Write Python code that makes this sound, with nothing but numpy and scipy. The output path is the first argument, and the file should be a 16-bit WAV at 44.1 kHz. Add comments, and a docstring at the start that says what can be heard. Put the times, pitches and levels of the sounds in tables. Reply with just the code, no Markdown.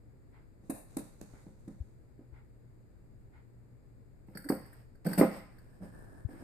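"""In a small, faintly humming room a far clock ticks. A rubber band slides off a lidded clay pot and snaps
free, thudding the pot on its wooden table; two dull bumps come through the microphone stand. A second band
is stretched over the pot: under its pull the lid grates and clinks on its rim, and the pot judders, tips
and knocks back on the table, the room ringing briefly. Last, the band rubs up over the hollow clay,
with one more bump and a few light knocks."""
import sys
import numpy as np
from scipy import signal
from scipy.fft import rfft, irfft, next_fast_len
from scipy.io import wavfile
from scipy.ndimage import map_coordinates

SR = 44100
rng = np.random.default_rng(int(sys.argv[2]) if len(sys.argv) > 2 else 0)


def unload_audio(sound):
    """Save the sound as a 16-bit wav file, at the path given as the first command line argument."""
    columns = np.transpose(np.atleast_2d(sound))
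    # keep every value between -1 and 1, then stretch to whole-number steps
    steps = np.round(np.clip(columns, -1, 1) * 32767)
    wavfile.write(sys.argv[1], SR, steps.astype(np.int16))


N = 283563
T = np.arange(SR // 2) / SR  # seconds after a contact
ECHO_S, ECHO_DB = 0.021, -7  # a softer echo follows 21 ms later
HARD_BLOW_DB = -19.5  # the blow at which rattle and woody edge have their stated levels

# Tone of rubber brushing clay. Each row: frequency in Hz, noise level in dB.
RUBBER_SWISH = [(500, 14.5), (2400, -3.5), (3100, -11.5), (3800, -4.5), (5500, -8.5), (7000, 0.5),
                (8800, -0.5), (11500, -9), (14500, -11)]
# Tone of grains crushed on clay. Each row: frequency in Hz, noise level in dB.
CLAY_RASP = [(1500, 1.5), (2500, 3), (3500, -7.5), (4500, -7.5), (5200, 1), (6000, -16.5), (7300, -8.5),
             (8500, 8), (9300, -10), (11300, -13.5), (12300, 2.5), (13200, -7), (14600, -9)]
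# Stereo image of reverb, rattle and woody edge. Each row: frequency in Hz, left-right likeness (1 is mono).
STEREO_LIKENESS = [(150, 0.84), (500, 0.95), (900, 0.59), (1600, 0.61), (3000, 0.018)]


def amp(db):
    """Decibels to gain."""
    return 10 ** (np.asarray(db) / 20)


def unit(x):
    """Scale to rms 1."""
    return x / np.sqrt(np.mean(x ** 2) + 1e-20)


def burst(x, axis=None):
    """Scale a short sound to the energy of 30 ms at rms 1."""
    return x / np.sqrt(np.mean(x ** 2, axis=axis, keepdims=True) * x.shape[-1] / (.03 * SR) + 1e-20)


def along(points, hz):
    """Read a curve of (Hz, value) points on a log frequency axis."""
    freqs, values = np.transpose(points)
    return np.interp(np.log(hz + 1), np.log(freqs + 1), values)


def fade(t60):
    """Decay by 60 dB in t60 seconds."""
    return amp(-60 * T / t60)


def swell(rise):
    """Force of a contact: it peaks after rise seconds, then lets go."""
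    u = T / rise
    return u * np.exp(1 - u)


def wobble(rate):
    """A smooth random curve, rate knots a second."""
    return map_coordinates(rng.standard_normal(512), [np.arange(N) * rate / SR], mode="wrap")


def strokes(rows, attack_s, release_s):
    """One envelope per level column: each stroke rises, holds, then falls 60 dB in the release time."""
    t, total = np.arange(N) / SR, 0
    for start, length, *levels_db in rows:
        attack = np.clip((t - start) / attack_s, 0, 1)
        release = amp(-60 * np.maximum(t - start - length, 0) / release_s)
        total = total + np.outer(amp(levels_db), attack * release)
    return total


def add(track, s, x):
    """Mix x into the track at s seconds."""
    start = round(s * SR)
    part = track[:, start:start + x.shape[-1]]
    part += x[..., :part.shape[1]]


def filtered(x, response):
    """Zero-phase EQ; response gives the gain at each frequency."""
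    size = next_fast_len(x.shape[-1] + SR // 4)
    gain = response(np.fft.rfftfreq(size, 1 / SR))
    return irfft(rfft(x, size) * gain, size)[..., :x.shape[-1]]


def coloured(x, tone, size=2048):
    """Minimum-phase EQ along (Hz, dB) points, so that attacks stay sharp."""
    cepstrum = irfft(np.log(amp(along(tone, np.fft.rfftfreq(size, 1 / SR)))))
    cepstrum[1:size // 2] *= 2
    cepstrum[size // 2 + 1:] = 0
    impulse = irfft(np.exp(rfft(cepstrum)))
    return signal.fftconvolve(x, impulse[None], axes=1)[:, :x.shape[1]]


def paired(x, likeness):
    """Blend two unrelated signals into left and right of a given likeness."""
    turn = lambda hz: np.arccos(along(likeness, hz)) / 2
    mid, side = filtered(x, lambda hz: np.array([np.cos(turn(hz)), np.sin(turn(hz))]))
    return np.array([mid + side, mid - side])


def puff(tone, rise):
    """A short burst of coloured stereo noise."""
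    return burst(coloured(rng.standard_normal((2, len(T))) * swell(rise), tone))


def grit(size, rate):
    """Tiny random impacts of clay grains, rate a second."""
    return (rng.random((2, size)) < rate / SR) * rng.standard_normal((2, size))


def room_tone(hum_hz=119, hum_db=-65, left_db=-55.5, right_db=-57.5):
    """Low room noise with the slightly unsteady hum of an appliance."""
    # Tone of the still air. Each row: frequency in Hz, noise level in dB.
    air_tone = [(12, -41), (20, -1), (87, -7.5), (121, -3), (147, -13), (347, -18), (470, -22),
                (774, -32.5), (865, -33), (1050, -37), (1780, -38.5), (2300, -42), (3100, -55),
                (5000, -47.5), (5900, -70.5), (6700, -48), (8000, -47.5), (10300, -57), (12300, -51.5),
                (15000, -56.5)]
    # Its stereo image. Each row: frequency in Hz, left-right likeness.
    air_likeness = [(30, 0.042), (90, 0.038), (170, 0.48), (500, 0.27), (1000, 0), (2000, 0)]
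    noise = paired(rng.standard_normal((2, N)), air_likeness)
    air = unit(filtered(noise, lambda hz: amp(along(air_tone, hz))))
    hum = np.sqrt(2) * np.sin(2 * np.pi * hum_hz * np.arange(N) / SR + .5 * wobble(rate=5))
    return amp([[left_db], [right_db]]) * air + amp(hum_db) * hum


def clock(first_s=.31, tick_db=-67):
    """One tick a second, so distant that it arrives as a soft smear."""
    # Tone of a tick. Each row: frequency in Hz, noise level in dB.
    tick_tone = [(400, -25), (880, 6.5), (1150, -2), (1400, 3), (1700, -3), (2100, 3.5), (2700, -13.5),
                 (5000, -21), (5900, -42), (7500, -29), (14000, -39)]
    out = np.zeros((2, N))
    smear = swell(rise=.055) ** 2.5
    for s in np.arange(first_s, N / SR, 1):
        noise = unit(coloured(rng.standard_normal((2, len(T))), tick_tone))
        add(out, s, amp(tick_db) * smear * noise)
    return out


def band_slides():
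    """The loosened band slides over the clay with a grainy swish."""
    # Each row: start in seconds, length in seconds, level in dB.
    slides = [(0.61, 0.087, -71.5), (0.86, 0.2, -66), (1.17, 0.25, -67.5), (1.55, 0.33, -78.5)]
    envelope, = strokes(slides, attack_s=0.05, release_s=0.83)
    return envelope * unit(coloured(grit(N, rate=2800), RUBBER_SWISH))


def table_ring(blow_hz, push=2.14, focus=1.0):
    """A brief shove, then the modes of pot and table, favouring those near the pitch of the blow."""
    # Modes of pot and table top together. Each row: frequency in Hz, level in dB, 60 dB decay in seconds.
    table_modes = [(150, -17, .2), (176, -12, .22), (207, -6, .26), (258, 0, .18), (278, -2, .09),
                   (297, 1, .19), (375, -13, .18), (460, -7, .14), (529, -4, .16), (590, -12, .14),
                   (630, -13, .15), (756, -8, .17), (810, -14, .14), (955, -16, .14), (1036, -12, .13),
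                   (1256, -13, .22), (1398, -16, .18)]
    hz, db, t60 = np.transpose(table_modes)[:, :, None]
    gain = amp(db + rng.standard_normal(hz.shape)) / np.hypot(1, focus * (hz / blow_hz - blow_hz / hz))
    modes = np.sum(gain * fade(t60) * np.sin(2 * np.pi * hz * T), axis=0)
    cycles = T * blow_hz
    shove = push * swell(.5 / blow_hz) * np.sin(2 * np.pi * cycles)
    # the table gives way too little to radiate deep bass
    low_cut = signal.butter(3, 130, "highpass", fs=SR, output="sos")
    return burst(signal.sosfilt(low_cut, modes * (1 - np.exp(-cycles)) + shove))


def table_blow(db, hz, edge_db=-25, edge_growth=1.24):
    """One blow on the table: its modes and a short woody edge that grows with the force."""
    # Tone of the woody edge. Each row: frequency in Hz, noise level in dB.
    edge_tone = [(120, -17), (250, -0.5), (550, 10), (800, -2.5), (1400, -18), (2200, -15), (3200, -38.5),
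                 (6000, -63), (15000, -73)]
    edge = burst(paired(puff(edge_tone, rise=0.0022), STEREO_LIKENESS))
    return amp(db) * table_ring(hz) + amp(edge_db + edge_growth * (db - HARD_BLOW_DB)) * edge


def table_knocks(rattle_db=-27.5, wall_db=-33.5, rattle_growth=1.9):
    """Each knock has one quick, softer echo; the harder it is, the more the lid rattles and rings the pot."""
    # Pot and hands hit the table. Each row: start in seconds, level in dB, pitch of the blow in Hz.
    knocks = [(0.636, -59.5, 193), (1.335, -56.5, 228), (1.465, -52, 185), (2.191, -55.5, 300),
              (4.284, -53.5, 196), (4.353, -46, 190), (4.4999, -28.5, 253), (5.116, -39, 202),
              (5.2105, -20, 277), (6.289, -52, 342), (6.335, -53, 290), (6.421, -51, 257)]
    # Tone of the lid jumping in its seat. Each row: frequency in Hz, noise level in dB.
    rattle_tone = [(150, -28.5), (300, 3.5), (520, 2.5), (760, -3.5), (1000, -8), (1300, -9), (1650, -17),
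                   (2400, -21.5), (3200, -36.5), (6000, -50)]
    out = np.zeros((2, N))
    for s, db, hz in knocks:
        rattle = amp(rattle_db) * burst(paired(puff(rattle_tone, rise=0.012), STEREO_LIKENESS))
        wall = amp(wall_db) * table_ring(blow_hz=1160, push=0, focus=0.72)
        jump = amp(rattle_growth * (db - HARD_BLOW_DB))
        add(out, s, table_blow(db, hz) + jump * (rattle + wall))
        add(out, s + ECHO_S, table_blow(db + ECHO_DB, hz))
    return out


def band_snaps(recoil_slower=4.9, recoil_db=-7, slap_growth=1.64):
    """The band whips free with a bright hiss, slaps and jolts the pot, then recoils slower and softer."""
    # Each row: start in seconds, snap, swish and thud levels in dB, thud pitch in Hz, rise in seconds.
    snaps = [(0.697, -43.5, -66, -35, 263, 0.0059), (0.9684, -44, -50, -35, 260, 0.0019),
             (1.2126, -64.5, -55, -50, 205.3, 0.0014), (1.678, -75.5, -66.5, -43, 200, 0.0036)]
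    # Tone of the snap. Each row: frequency in Hz, noise level in dB.
    snap_tone = [(150, -52), (600, 9.5), (1100, -4.5), (2000, -19), (2650, -10), (3100, -42), (3800, -16.5),
                 (5500, -27), (7200, -11.5), (8800, -2.5), (11500, -7), (14500, -16)]
    # Tone of rubber striking the pot's wall. Each row: frequency in Hz, noise level in dB.
    slap_tone = [(400, 5), (900, -2), (1300, -1), (1750, 10), (2600, -8), (3100, -30), (4400, -18),
                 (9000, -33)]
    out = np.zeros((2, N))
    for s, snap_db, swish_db, thud_db, hz, rise in snaps:
        recoil_s = recoil_slower * rise
        slap_db = -55 + slap_growth * (thud_db + 32)  # -55 dB with a strong thud of -32 dB
        for at, gain, width in [(s, 1, rise), (s + recoil_s, amp(recoil_db), recoil_s)]:
            hiss = amp(snap_db) * puff(snap_tone, width) + amp(swish_db) * puff(RUBBER_SWISH, width)
            slap = amp(slap_db) * puff(slap_tone, width)
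            add(out, at, gain * (hiss + slap))
        thud = amp(thud_db) * table_ring(hz, push=0.61, focus=2.5)
        add(out, s - .001, thud)
        add(out, s + ECHO_S, amp(ECHO_DB) * thud)
    return out


def stand_bumps():
    """The microphone stand sways for a cycle or two: a dull bump, mostly on the left."""
    # Each row: start in seconds, left level in dB, pitch in Hz, drop on the right in dB.
    bumps = [(1.802, -27, 69.5, 7.5), (2.321, -39.5, 60.4, 13), (6.248, -21.5, 92.5, 26)]
    out = np.zeros((2, N))
    for s, db, hz, drop_db in bumps:
        u = T * hz / 0.64  # the sway is widest after 0.64 cycles
        sway = u ** 2 * np.exp(2 - 2 * u) * np.sin(2 * np.pi * hz * T)
        add(out, s, amp([[db], [db - drop_db]]) * sway)
    return out


def lid_ring(force, low_db, crack_db=-21, size=3072):
    """A stereo force rings each mode of the lid; some of it is heard directly as grit."""
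    # Modes of the fired clay lid. Each row: frequency in Hz, level in dB, 60 dB decay in seconds.
    lid_modes = [(4570, -3, .02), (4700, -5, .012), (5150, -8, .008), (8130, -2, .012), (8380, -2, .009),
                 (8760, -8, .009), (9680, -8, .02), (10620, -4, .02), (12080, 0, .015), (12290, -2, .013),
                 (13550, -17, .007), (14520, -15, .009)]
    hz, db, t60 = np.transpose(lid_modes)[:, :, None]
    rings = (T * fade(t60))[:, :size] * np.sin(2 * np.pi * hz * T[:size])  # each builds up, then dies
    modes = signal.fftconvolve(force[:, None], rings[None], axes=2)[..., :force.shape[1]]
    gain = amp(db + low_db * (hz < 6000))
    ringing = burst(np.sum(gain * burst(modes, axis=-1), axis=1))
    return ringing + amp(crack_db) * burst(force)


def lid_grinds(scrape_over_rasp_db=4):
    """The lid grinds on its rim: crushed grains ring it, rasp dryly and sound the hollow pot."""
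    # Each row: start in seconds, length in seconds, ring level in dB, rasp level in dB.
    grinds = [(4.265, 0.12, -82, -83), (4.37, .1, -66.5, -92), (4.495, 0.026, -48.5, -81),
              (4.58, 0.23, -88, -74), (5.045, 0.11, -57, -56.5), (5.175, 0.022, -41, -40.5),
              (5.31, 0.069, -73, -59)]
    # Tone of the pot under the grinding lid. Each row: frequency in Hz, noise level in dB.
    scrape_tone = [(250, -5), (600, 5.5), (1000, 0), (1450, -5.5), (2000, -5.5), (2600, -16), (3300, -25),
                   (6000, -43)]
    ring_gain, rasp_gain = strokes(grinds, attack_s=0.0056, release_s=0.19)
    ring = unit(lid_ring(grit(N, rate=600), low_db=-9, crack_db=-33))
    rasp = unit(coloured(grit(N, rate=2000), CLAY_RASP))
    scrape = amp(scrape_over_rasp_db) * unit(coloured(grit(N, rate=480), scrape_tone))
    return ring_gain * ring + rasp_gain * (rasp + scrape)


def lid_clinks(even_db=-53, clack_growth=0.83, size=6144):
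    """Each touch on the rim is a short skid over grains that rings the lid and the hollow beneath it."""
    # Each row: start in seconds, level in dB, trim of the lowest modes in dB, rise in seconds.
    clinks = [(4.349, -63.5, 6.5, 0.0039), (4.3712, -52.5, -3, 0.0017), (4.441, -62, -5, 0.003),
              (4.4867, -45.5, -1, 0.0027), (4.654, -70, -14, 0.0035), (4.727, -67, -20, 0.0029),
              (4.951, -82.5, -1, 0.0021), (5.063, -50.5, -6, 0.0024), (5.112, -59, -8, 0.0012),
              (5.1311, -47, -3.5, 0.0015), (5.177, -47, -6, 0.0044), (5.584, -73.5, -0.5, 0.0013),
              (6.331, -76, -10, 0.0017)]
    # Tone of the hollow clack. Each row: frequency in Hz, noise level in dB.
    clack_tone = [(300, -7), (1050, -0.5), (1550, 21), (2050, 10.5), (2600, -11), (3300, -15), (6000, -45),
                  (14000, -37)]
    out = np.zeros((2, N))
    for s, db, low_db, rise in clinks:
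        skid = grit(size, rate=4500) * swell(rise)[:size]
        add(out, s, amp(db) * lid_ring(skid, low_db))
        clack_db = even_db + clack_growth * (db - even_db)  # as loud as the clink at even_db
        add(out, s, amp(clack_db) * puff(clack_tone, rise))
    return out


def pot_judders(growth_db=6.5, scatter_periods=0.084):
    """Dragged by the band, the pot sticks and slips on the table in a quick run of ever stronger blows."""
    # Each row: start in seconds, length in seconds, last slip's level in dB, slip rate and pitch in Hz.
    judders = [(4.447, .018, -51, 280), (5.054, .019, -33.5, 175), (5.177, .017, -27.5, 190),
               (5.804, .03, -50, 188)]
    out = np.zeros((2, N))
    for start, length, db, hz in judders:
        count = round(length * hz) + 1
        for k, below_db in enumerate(np.linspace(growth_db, 0, count)):
            s = start + (k + scatter_periods * rng.standard_normal()) / hz
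            add(out, s, table_blow(db - below_db, hz))
    return out


def band_rubs(pressure_db=2.5):
    """The stretched band rubs up the side of the pot under an unevenly pressing hand."""
    # Each row: start in seconds, length in seconds, hollow rub level in dB, fine grating level in dB.
    rubs = [(5.5, 0.25, -64.5, -79), (5.81, 0.023, -51, -68.5), (5.92, 0.29, -56.5, -81),
            (6.28, 0.17, -56.5, -73.5)]
    # Tone of the rubbed pot. Each row: frequency in Hz, noise level in dB.
    hollow_tone = [(200, 14.5), (700, 3.5), (1400, -5.5), (1620, 1.5), (1750, 5), (1900, -14.5),
                   (2400, -29.5), (3300, -30), (6500, -28.5), (8800, -12.5), (11000, -24), (14000, -26)]
    hollow_gain, grating_gain = strokes(rubs, attack_s=0.028, release_s=0.56)
    hollow = unit(coloured(grit(N, rate=1500), hollow_tone))
    grating = unit(coloured(grit(N, rate=2000), CLAY_RASP))
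    pressure = amp(pressure_db * wobble(rate=22))
    return pressure * (hollow_gain * hollow + grating_gain * grating)


def room_reverb(x, early_db=-1, late_db=-3, early_t60=0.17, build_s=0.014):
    """Dense reflections off the near walls, then a longer tail."""
    # Ring of the tail. Each row: frequency in Hz, 60 dB decay in seconds.
    decay_times = [(120, 0.6), (300, 0.24), (700, 0.54), (1500, 0.68), (5000, 0.72), (12000, 0.45)]
    # EQ on the whole reverb. Each row: frequency in Hz, gain in dB.
    reverb_tone = [(150, -4.5), (420, -6), (900, -7), (2000, -2.5), (12000, -6.5)]
    hz, t, bands = signal.stft(rng.standard_normal((2, SR)), SR, nperseg=256)
    bands *= amp(-60 * t / along(decay_times, hz)[:, None])
    late = signal.istft(bands, SR, nperseg=256)[1][:, :len(T)]
    early = rng.standard_normal((2, len(T))) * fade(early_t60)
    echoes = amp(early_db) * early / np.linalg.norm(early[0])
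    echoes += amp(late_db) * late / np.linalg.norm(late[0])
    echoes = paired(echoes * np.minimum(T / build_s, 1), STEREO_LIKENESS)
    return signal.fftconvolve(x, coloured(echoes, reverb_tone), axes=1)[:, :N]


def scene():
    """The pot's sounds fill the room and reach left and right in different colours, over the backdrop."""
    # Panning of the pot and its reverb. Each row: frequency in Hz, left over right in dB.
    balance = [(100, 0), (250, -2.2), (700, -2.5), (1600, 1), (2800, 0), (3800, -10), (4600, -13),
               (6500, -9), (8000, 3), (9600, 2), (10700, 6), (12200, 6), (14500, 2)]
    direct = band_slides() + band_snaps() + lid_clinks() + lid_grinds() + band_rubs()
    direct += table_knocks() + pot_judders()
    pan = lambda hz: amp(np.outer([.5, -.5], along(balance, hz)))
    pot = filtered(direct + room_reverb(direct), pan)
    return pot + stand_bumps() + clock() + room_tone()


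def record(dry):
    """A brick-wall high cut at 14.9 kHz."""
    return filtered(dry, lambda hz: hz < 14900)


dry = scene()
out = record(dry)
unload_audio(out)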